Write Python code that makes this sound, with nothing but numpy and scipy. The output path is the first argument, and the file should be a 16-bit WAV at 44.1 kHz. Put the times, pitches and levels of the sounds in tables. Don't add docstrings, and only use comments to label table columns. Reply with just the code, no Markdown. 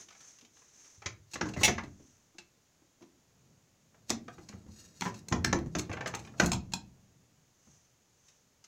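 import sys
import numpy as np
from scipy import signal
from scipy.fft import rfft, irfft, next_fast_len
from scipy.io import wavfile

SR = 44100
rng = np.random.default_rng(int(sys.argv[2]) if len(sys.argv) > 2 else 0)


def materialize(psi):
    bounded = np.clip(np.atleast_2d(psi).T, -1, 1)
    quanta = np.round(bounded * 32767).astype(np.int16)
    wavfile.write(sys.argv[1], SR, quanta)


N = 382341

REGISTER_EDGES = [40, 170, 450, 1200, 3200, 8500, 16000]
WEIGHT_SHARE = [1.0, 0.82, 0.56, 0, 0, 0.27]
HARDNESS_SHARE = [0.088, 0, 0.025, 0.0072, 1.1, 1.8]
KNOCK_COLOUR = [-4, 1, 1.5, 0.5, 1.5, -28]
LATCH_COLOUR = [-4.5, -1.5, -4, -0.5, 1, -19]
HANDLE_COLOUR = [-3, -2, 0, -1, 1.5, -20]
TICK_COLOUR = [-14.5, -9, 0.5, 2.5, -6, -31.5]
THUD_COLOUR = [-3, 1.5, -7.5, -16.5, -17.5, -33.5]

# start_s, chatter_s, strength_db, weight_db,
# hardness_db, pitch_hz
KNOCKS = [(1.059, 0.0092, -41.5, -16.5, 0.5, 2380), (1.356, 0.0047, -45.5, -5.5, -7.5, 1180),
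          (1.411, 0.0054, -36.5, -5.5, -5.5, 1640), (1.454, 0.028, -54.5, 10.5, -0.5, 1600),
          (1.562, 0.031, -47.5, 1, -12, 2070), (1.609, 0.03, -46, 3, -5, 1160),
          (1.679, 0.0035, -35.5, -7, -3, 2110), (1.684, .012, -41, 7.5, 2, 730),
          (1.78, 0.011, -40, -9, -11, 995), (4.103, 0.00092, -45.5, 1, 7.5, 785),
          (4.108, 0.0029, -46, -2, -10, 780), (5.02, 0.0023, -40.5, -2.5, -5.5, 990),
          (5.053, 0.021, -42, 4, -9, 1010), (5.324, 0.0058, -37.5, 2.5, -2, 840),
          (5.446, 0.0026, -31.5, -32.5, -3.5, 1630), (5.5278, 0.0038, -34, 1, -2, 1970),
          (5.751, 0.0043, -41.5, -1.5, -1, 675), (6.399, 0.0045, -26.5, -8.5, -6.5, 1443),
          (6.416, 0.0076, -45, 5.5, -15, 1199)]
# start_s, chatter_s, strength_db, weight_db, hardness_db
LATCH_CLICKS = [(1.3354, 0.0092, -49.5, -7, 4.5), (1.488, .005, -57, 8, 1),
                (1.537, 0.0055, -51.5, -5.5, -3), (1.836, 0.0087, -57, 10, -4),
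                (2.384, 0.0063, -53.5, -12, 0), (4.096, 0.0013, -52.5, 0.5, 7),
                (4.104, 0.0012, -53, -25, 15), (4.489, 0.003, -66.5, -30.5, 11),
                (5.01, 0.0009, -50, 0, 5.5), (5.142, 0.012, -60.5, 2.5, 2.5), (5.285, 0.0015, -58.5, 2, 9),
                (5.4438, .002, -52, 0, 1), (5.447, 0.0013, -47.5, 13, 7), (5.589, 0.0015, -61.5, 21.5, 0),
                (5.786, 0.0033, -52.5, 1, 7.5), (5.794, .002, -46, 1.5, 4), (5.928, 0.006, -54.5, -2, 1.5),
                (6.073, .007, -52, 1.5, 5.5), (6.149, 0.0026, -50.5, 1, 5), (6.192, 0.0088, -61.5, 10, 3.5),
                (6.382, .017, -62, 4, 0), (6.3982, .002, -53, -0.5, 9), (6.402, 0.0031, -44.5, -2, 4.5),
                (6.432, 0.013, -44.5, 11.5, -1.5), (6.46, 0.0059, -50, 10.5, 9),
                (6.721, .005, -60.5, 1.5, 3)]
HANDLE_SNAPS = [(6.518, 0.002, -39.5, -2.5, 2.5), (6.531, 0.0066, -44.5, 4.5, 4),
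                (6.736, 0.0023, -42.5, 0, 5)]
# time_s, relative_db
BOLT_STROKE = [(1.633, 4.5), (1.644, 0.5), (1.645, 4.5), (1.655, 4.5), (1.66, -3), (1.673, -14),
               (1.684, -24)]
BOLT_LEVELS = [-41, -41.5, -33.5, -24, -23.5, -36]
# start_s, strength_db, hardness_db, pitch_hz
DRY_TICKS = [(.085, -65.5, 10, 3060), (0.105, -65, 8, 1600), (0.125, -70, 9, 1660), (0.149, -68.5, 3, 1550),
             (0.205, -68.5, 11.5, 1710), (0.239, -76, 6, 1750), (.385, -73, 14, 4430),
             (0.41, -72.5, 14, 3300), (0.448, -70.5, 11, 3300), (0.568, -73, 7, 1270),
             (0.619, -73.5, -3, 2010), (0.847, -73, 4, 3480), (1.02, -58, 1.5, 2170),
             (3.021, -73.5, 9.5, 4440), (3.943, -72.5, -4, 1540), (4.281, -52.5, -3, 1050),
             (4.381, -63.5, -5.5, 840), (4.487, -63.5, 7, 2350), (4.526, -65, -3, 2100),
             (5.894, -55.5, -5.5, 2360), (5.914, -49.5, -4.5, 2290), (5.933, -49.5, -4, 2200),
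             (5.969, -49.5, -5.5, 2190), (6.008, -45, -3.5, 2122), (6.059, -42, 0, 1713),
             (6.138, -45.5, -3, 1144), (6.249, -62.5, 3, 2300), (6.273, -61, 1.5, 4030),
             (6.339, -67.5, -11.5, 1492), (8.283, -75.5, 15, 4660), (8.641, -70.5, 15.5, 6400)]
# start_s, strength_db, boom_db, pitch_hz, ring_db
PANEL_THUDS = [(.005, -68, -5, 303.4, -74), (.424, -65.5, -18, 284, -81), (.975, -77.5, 22, 102, -64),
               (1.057, -56.5, 15.5, 100.2, -47.5), (1.169, -78, 13, 140.3, -61.5),
               (1.425, -44.5, 6, 309.6, -36.5), (1.57, -47, 14, 112, -36.5), (1.69, -42.5, -9, 345.4, -43),
               (1.995, -61.5, -13.5, 287, -64), (2.344, -67, -5, 328, -75), (2.385, -72, -14, 348, -67),
               (2.817, -70, -6, 284, -84), (3.008, -61, -10, 260, -72), (3.025, -59.5, -12, 267, -66),
               (4.103, -40, -20.5, 230.7, -35), (4.384, -57, 6, 311, -55.5), (4.495, -59, -3, 204, -49),
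               (4.535, -54.5, 1, 88.3, -49), (4.662, -61.5, 5, 322, -64.5), (4.683, -64, 7, 213, -51),
               (4.69, -71, 13, 92, -50.5), (5.313, -42, 14.5, 89, -36), (5.335, -41, 3, 238.4, -38),
               (5.356, -43.5, 6, 87, -36), (5.468, -41.5, -2, 241, -34), (5.543, -38.5, 5.5, 342, -32.5),
               (5.571, -57, 16, 94, -52), (5.609, -60, 0, 125, -47), (5.66, -51, 12, 161.7, -41),
               (5.764, -40, 7, 304, -36.5), (5.896, -46, 8, 91, -43), (6.42, -31.5, 1.5, 172.6, -29.5),
               (6.444, -44, 11.5, 90, -42), (6.537, -50.5, 5.5, 121.7, -41), (6.741, -59, 8.5, 198.3, -46),
               (7.67, -65.5, 7, 139, -59)]
# peak_s, width_s, level_db
RUBS = [(1.322, 0.012, -62), (1.49, 0.022, -62), (1.618, 0.011, -45), (1.68, 0.05, -56),
        (4.094, 0.0063, -54), (4.42, 0.12, -71), (4.75, 0.031, -65.5), (4.8, 0.021, -56),
        (4.855, 0.019, -57.5), (4.96, 0.064, -63.5), (5.007, 0.0088, -55), (5.07, 0.021, -48),
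        (5.18, 0.011, -54.5), (5.81, 0.035, -59.5), (6.265, 0.025, -63.5), (6.46, 0.04, -53.5)]
SLEEVE_BRUSHES = [(.01, 0.032, -51.5), (.28, 0.074, -56), (.61, 0.043, -62), (.86, 0.098, -58),
                  (2.08, 0.14, -68.5), (7.74, 0.075, -66.5), (8.3, 0.07, -68.5)]
WEIGHT_SHIFTS = [(3.5, 0.083, -66), (4.17, 0.075, -63), (4.6, 0.26, -59.5), (5.43, 0.072, -47),
                 (6.05, 0.43, -50.5), (6.72, 0.067, -63.5)]

# pitch_hz, width_hz, gain_db
LEAF_MODES = [(88, 2.2, 2), (117.3, 14, 4), (184, 9.7, 10.5), (243, 100, 8), (306.2, 15, 5.5),
              (344.4, 20, 9.5), (1100, 783, -8.5), (1980, 420, -4.5), (6270, 800, 4.5)]
LATCH_MODES = [(133.9, 13, 15), (193.1, 45, 9.2), (360, 30, 7), (700, 33, 3.7), (860, 21, 2.4),
               (2620, 34, 6.5), (2730, 77, 7), (3311, 110, -3), (4220, 260, 9), (5200, 70, 0.5),
               (6270, 140, 4.5), (7800, 390, -3)]
CASE_MODES = [(190.4, 40, 9.2), (715, 54, 5.9), (802, 61, 8.5), (916, 34, 4.9), (1074, 32, 5),
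              (1620, 68, 4.4), (2490, 77, 2.5), (2620, 44, 7.1), (3420, 95, 2), (4110, 120, 3.4),
              (4290, 150, 6.7), (5100, 200, 4), (6540, 140, 4.8), (7430, 130, 8), (8240, 80, 7)]
BOLT_MODES = [(875, 45, 10), (1230, 80, 3), (1961, 34, 9), (2042, 36, 7), (2130, 30, 11), (2203, 20, 19),
              (2621, 26, 11), (3587, 30, 7), (4087, 35, 6), (4760, 45, 1), (5346, 40, 3), (5821, 32, 11),
              (6866, 45, 4), (8916, 35, 8)]
HINGE_SIDE_MODES = [(472, 90, 1), (615, 50, -1), (700, 70, 1), (802, 25, 0), (1400, 600, 0),
                    (2492, 800, -1)]
FITTING_MODES = [(1810, 40, 8), (2800, 70, 9), (3830, 77, 9), (4338, 35, 8.1), (4983, 29, 4.8),
                 (5750, 45, 9), (6050, 60, 7), (6686, 110, 11), (7800, 81, 7), (8040, 80, 10)]
# frequency_hz, gain_db
WOOD = [(25, -9.5), (55, -3), (90, 4.5), (350, 5), (520, 2), (900, -3), (1900, -10), (3100, -12.5),
        (4800, -14), (6000, -9.5), (7000, -12.5), (8200, -29.5), (11000, -35), (16000, -42.5)]
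METAL = [(25, -12), (55, -8.5), (90, 0.5), (330, 9), (480, -8.5), (800, -3.5), (1400, -3), (2300, 1.5),
         (3100, -4.5), (4800, -4), (6800, 5), (8600, -10), (11000, -13), (16000, -20)]
LOCK_CASE = [(25, -9), (90, 2), (300, 5), (470, -15), (800, 0), (1200, -2), (1900, -13.5), (2500, 1.5),
             (4800, -5.5), (7000, 3), (8800, -12.5), (11000, -15), (16000, -22)]
BOLT_BAR = [(25, -7.5), (330, 3), (550, -6.5), (900, -6), (1500, -12), (2100, -1), (3100, 4), (4800, -3),
            (6500, 1.5), (8600, -9), (11000, -14.5), (16000, -18)]
FRICTION = [(60, -11.5), (300, -2.5), (800, -13.5), (1700, -2), (3100, -8), (4800, 3), (6800, 2),
            (8600, -9.5), (11000, -10), (16000, -18)]
# frequency_hz, t60_s
PANEL_DECAY = [(100, .012), (8000, .01)]
ROOM_DECAY = [(100, 0.9), (260, 0.43), (700, 0.25), (1100, 0.22), (2000, 0.235), (6000, 0.19), (9000, 0.13),
              (14000, 0.11)]
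# frequency_hz, relative_db
PANEL_COLOUR = [(100, 15.5), (300, 6.5), (800, 6.5), (2000, -3.5), (8000, -3.5)]
ROOM_COLOUR = [(100, -0.5), (260, -0.5), (700, -2), (2000, -6), (6000, -7), (14000, -5)]
# frequency_hz, relative_db
CLOTH = [(60, -23.5), (300, -2), (700, -6.5), (1700, -1.5), (3000, -5), (4800, -3.5), (6300, 13.5),
         (7200, 3), (8300, -8), (15000, -27.5)]
FLOOR = [(25, -26), (45, -17), (70, -3), (130, 7), (260, -5.5), (450, -13), (1000, -22.5), (4000, -55)]
HISS = [(30, -8), (70, 0), (130, 0), (250, -3), (500, -5.5), (1000, -10), (2000, -12), (4000, -14),
        (5300, -12), (6700, -6), (7200, -10), (7700, -17), (9500, -23), (16000, -23)]

SIZE = 40000
T, HZ = np.arange(SIZE) / SR, np.fft.rfftfreq(SIZE, 1 / SR)
FADE = np.minimum((T[-1] - T) * 10, 1) ** 2


def leaf(paths):
    wood = body(WOOD, LEAF_MODES)
    rows = [(s, chatter_s, wood * spot_ring(hz, lift_db=2.5, quality=8), registers(KNOCK_COLOUR, *blow))
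            for s, chatter_s, *blow, hz in KNOCKS]
    return blows(rows, paths, snap=0.3, grain=0.4)


def latch(paths):
    metal = body(METAL, LATCH_MODES)
    rows = [(s, chatter_s, metal, registers(LATCH_COLOUR, *blow))
            for s, chatter_s, *blow in LATCH_CLICKS]
    return blows(rows, paths, snap=0.67, grain=0.9)


def handle(paths):
    case = body(LOCK_CASE, CASE_MODES)
    rows = [(s, chatter_s, case, registers(HANDLE_COLOUR, *blow))
            for s, chatter_s, *blow in HANDLE_SNAPS]
    return blows(rows, paths, snap=0.48, grain=0.66)


def bolt(paths):
    times, friction_db = np.transpose(BOLT_STROKE)
    t = times[0] + T
    force = uneven_impacts(grain=0.056) * amp(np.interp(t, times, friction_db)) * (t < times[-1])
    out = np.zeros(N)
    add(out, times[0], excite(force, body(BOLT_BAR, BOLT_MODES) * paths[0], np.array(BOLT_LEVELS)))
    return out


def dry_ticks(paths, chatter_s=0.006):
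    wood = body(WOOD, HINGE_SIDE_MODES)
    rows = []
    for s, strength_db, hardness_db, hz in DRY_TICKS:
        levels = registers(TICK_COLOUR, strength_db, -0.93 * hardness_db, hardness_db)
        rows.append((s, chatter_s, wood * spot_ring(hz, lift_db=-2, quality=2), levels))
    return blows(rows, paths, snap=0.3, grain=0.5)


def panel_thuds(paths, chatter_s=0.0093, hum_rise_s=0.007, hum_t60_s=0.37):
    wood = body(WOOD, LEAF_MODES)
    envelope = np.sqrt(2) * rise(hum_rise_s) * np.exp(-np.log(1000) * T / hum_t60_s) * FADE
    rows, hum = [], np.zeros(N)
    for s, strength_db, boom_db, hz, ring_db in PANEL_THUDS:
        levels = strength_db + np.r_[THUD_COLOUR[0] + boom_db, THUD_COLOUR[1:]]
        rows.append((s, chatter_s, wood * spot_ring(hz, lift_db=4.5, quality=2.3), levels))
        add(hum, s, amp(ring_db) * envelope * np.sin(2 * np.pi * hz * T))
    return blows(rows, paths, snap=0.1, grain=0.85) + hum


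def rubbing(paths, catches_per_s=7000, spread_db=4.0):
    catches = (rng.random(N) < catches_per_s / SR) * rng.choice([-1, 1], N)
    catches = catches * amp(spread_db * np.minimum(rng.exponential(1, N), 4))
    force = unit(catches) * np.sqrt(N) * strokes(RUBS) * flutter(depth_db=4.5)
    fittings = unit(irfft(body(FRICTION, FITTING_MODES) * paths[-1]) * FADE)
    return signal.oaconvolve(force, fittings)[:N]


def blows(rows, paths, snap, grain):
    out = np.zeros(N)
    spots = rng.integers(0, len(paths), len(rows))
    for (s, chatter_s, response, levels_db), spot in zip(rows, spots):
        add(out, s, excite(contact(chatter_s, snap, grain), response * paths[spot], levels_db))
    return out


def contact(chatter_s, snap, grain):
    force = unit(uneven_impacts(grain) * np.exp(-T / chatter_s) * rise(0.0013))
    force[0] += snap * np.exp(-chatter_s * 100)
    return force


def uneven_impacts(grain):
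    return rng.standard_normal(SIZE) * np.exp(grain * rng.standard_normal(SIZE))


def excite(force, response, levels_db, attack_s=0.03):
    spectrum, size = rfft(force) * response, round(attack_s * SR)
    edges = np.searchsorted(HZ, REGISTER_EDGES)
    centres = np.sqrt(np.multiply(REGISTER_EDGES[:-1], REGISTER_EDGES[1:]))
    window = np.minimum(np.linspace(10, 0, size), 1)
    for _ in range(2):
        attack = irfft(spectrum)[:size] * window
        power = abs(rfft(attack, SIZE)) ** 2 * 2 / (SIZE * size)
        attack_db = 10 * np.log10(np.add.reduceat(power, edges)[:-1] + 1e-20)
        spectrum = spectrum * causal(curve(np.c_[centres, levels_db - attack_db], HZ))
    return irfft(spectrum) * FADE


def registers(colour_db, strength_db, weight_db, hardness_db):
    lift_db = weight_db * np.array(WEIGHT_SHARE) + hardness_db * np.array(HARDNESS_SHARE)
    return np.array(colour_db) + strength_db + lift_db


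def body(broad, modes):
    ringing = sum(amp(db) / (1 + 2j * (HZ - hz) / width) for hz, width, db in modes)
    return causal(curve(broad, HZ)) * (1 + ringing)


def spot_ring(hz, lift_db, quality):
    return 1 + amp(lift_db) / (1 + 2j * quality * (HZ - hz) / hz)


def microphone_paths(room_db, count, panel_rise_s):
    paths = tails(PANEL_DECAY, PANEL_COLOUR, count) * rise(panel_rise_s)
    paths += amp(room_db) * tails(ROOM_DECAY, ROOM_COLOUR, count) * rise(0.00075)
    paths[:, 0] += 1
    return rfft(paths * FADE)


def tails(decay, colour, count, build_cycles=0.65):
    hz, t, bands = signal.stft(rng.choice([-1., 1.], (count, SIZE)), SR, nperseg=256)
    rate = np.log(1000) / curve(decay, hz)[:, None]
    bands *= amp(curve(colour, hz))[:, None] * np.sqrt(2 * rate / SR) * np.exp(-rate * t)
    bands *= 1 - np.exp(-np.outer(hz + hz[1] / 2, t + t[1] / 2) / build_cycles)
    return signal.istft(bands, SR, nperseg=256)[1][:, :SIZE]


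def sleeve():
    return noise(CLOTH) * strokes(SLEEVE_BRUSHES) * flutter(depth_db=1.3)


def floor(rumble_db=-80):
    return noise(FLOOR) * (strokes(WEIGHT_SHIFTS) + amp(rumble_db)) * flutter(depth_db=1.0)


def room_hiss(level_db=-70.5):
    return amp(level_db) * noise(HISS)


def strokes(rows, rise_share=0.57, edge_db=-1.5, roundness=1.45):
    t, power = np.arange(N) / SR, np.zeros(N)
    for peak_s, width_s, db in rows:
        away = np.maximum((peak_s - t) / rise_share, (t - peak_s) / (1 - rise_share)) / width_s
        active = away < 8
        power[active] += amp(db + edge_db * away[active] ** roundness) ** 2
    return np.sqrt(power)


def flutter(depth_db, step_s=0.012):
    knots = np.arange(0, N / SR, step_s)
    return amp(depth_db * np.interp(np.arange(N) / SR, knots, rng.standard_normal(len(knots))))


def noise(colour):
    size = next_fast_len(N)
    spectrum = rfft(rng.standard_normal(size)) * amp(curve(colour, np.fft.rfftfreq(size, 1 / SR)))
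    return unit(irfft(spectrum, size)[:N]) * np.sqrt(N)


def causal(db):
    cepstrum = irfft(db * np.log(10) / 20)
    cepstrum[1:SIZE // 2] *= 2
    cepstrum[SIZE // 2 + 1:] = 0
    return np.exp(rfft(cepstrum))


def rise(rise_s):
    return 1 - np.exp(-T / rise_s)


def amp(db):
    return 10 ** (np.asarray(db) / 20)


def unit(x):
    return x / np.sqrt(np.sum(x ** 2) + 1e-20)


def curve(points, hz):
    knots_hz, values = np.transpose(points)
    return np.interp(np.log(hz + 1), np.log(knots_hz + 1), values)


def add(mix, start_s, sound):
    part = mix[round(start_s * SR):][:len(sound)]
    part += sound[:len(part)]


def scene():
    near = microphone_paths(room_db=1.0, count=12, panel_rise_s=0.0038)
    far = microphone_paths(room_db=4.0, count=6, panel_rise_s=0.0033)
    door = leaf(near) + latch(near) + handle(near) + bolt(near) + rubbing(near)
    door += dry_ticks(far) + panel_thuds(near)
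    return (door + sleeve() + floor() + room_hiss())[None]


def record(dry):
    lowpass = signal.firwin(511, 15900, window=("kaiser", 9), fs=SR)
    return signal.oaconvolve(dry, lowpass[None], "same")


dry = scene()
out = record(dry)
materialize(out)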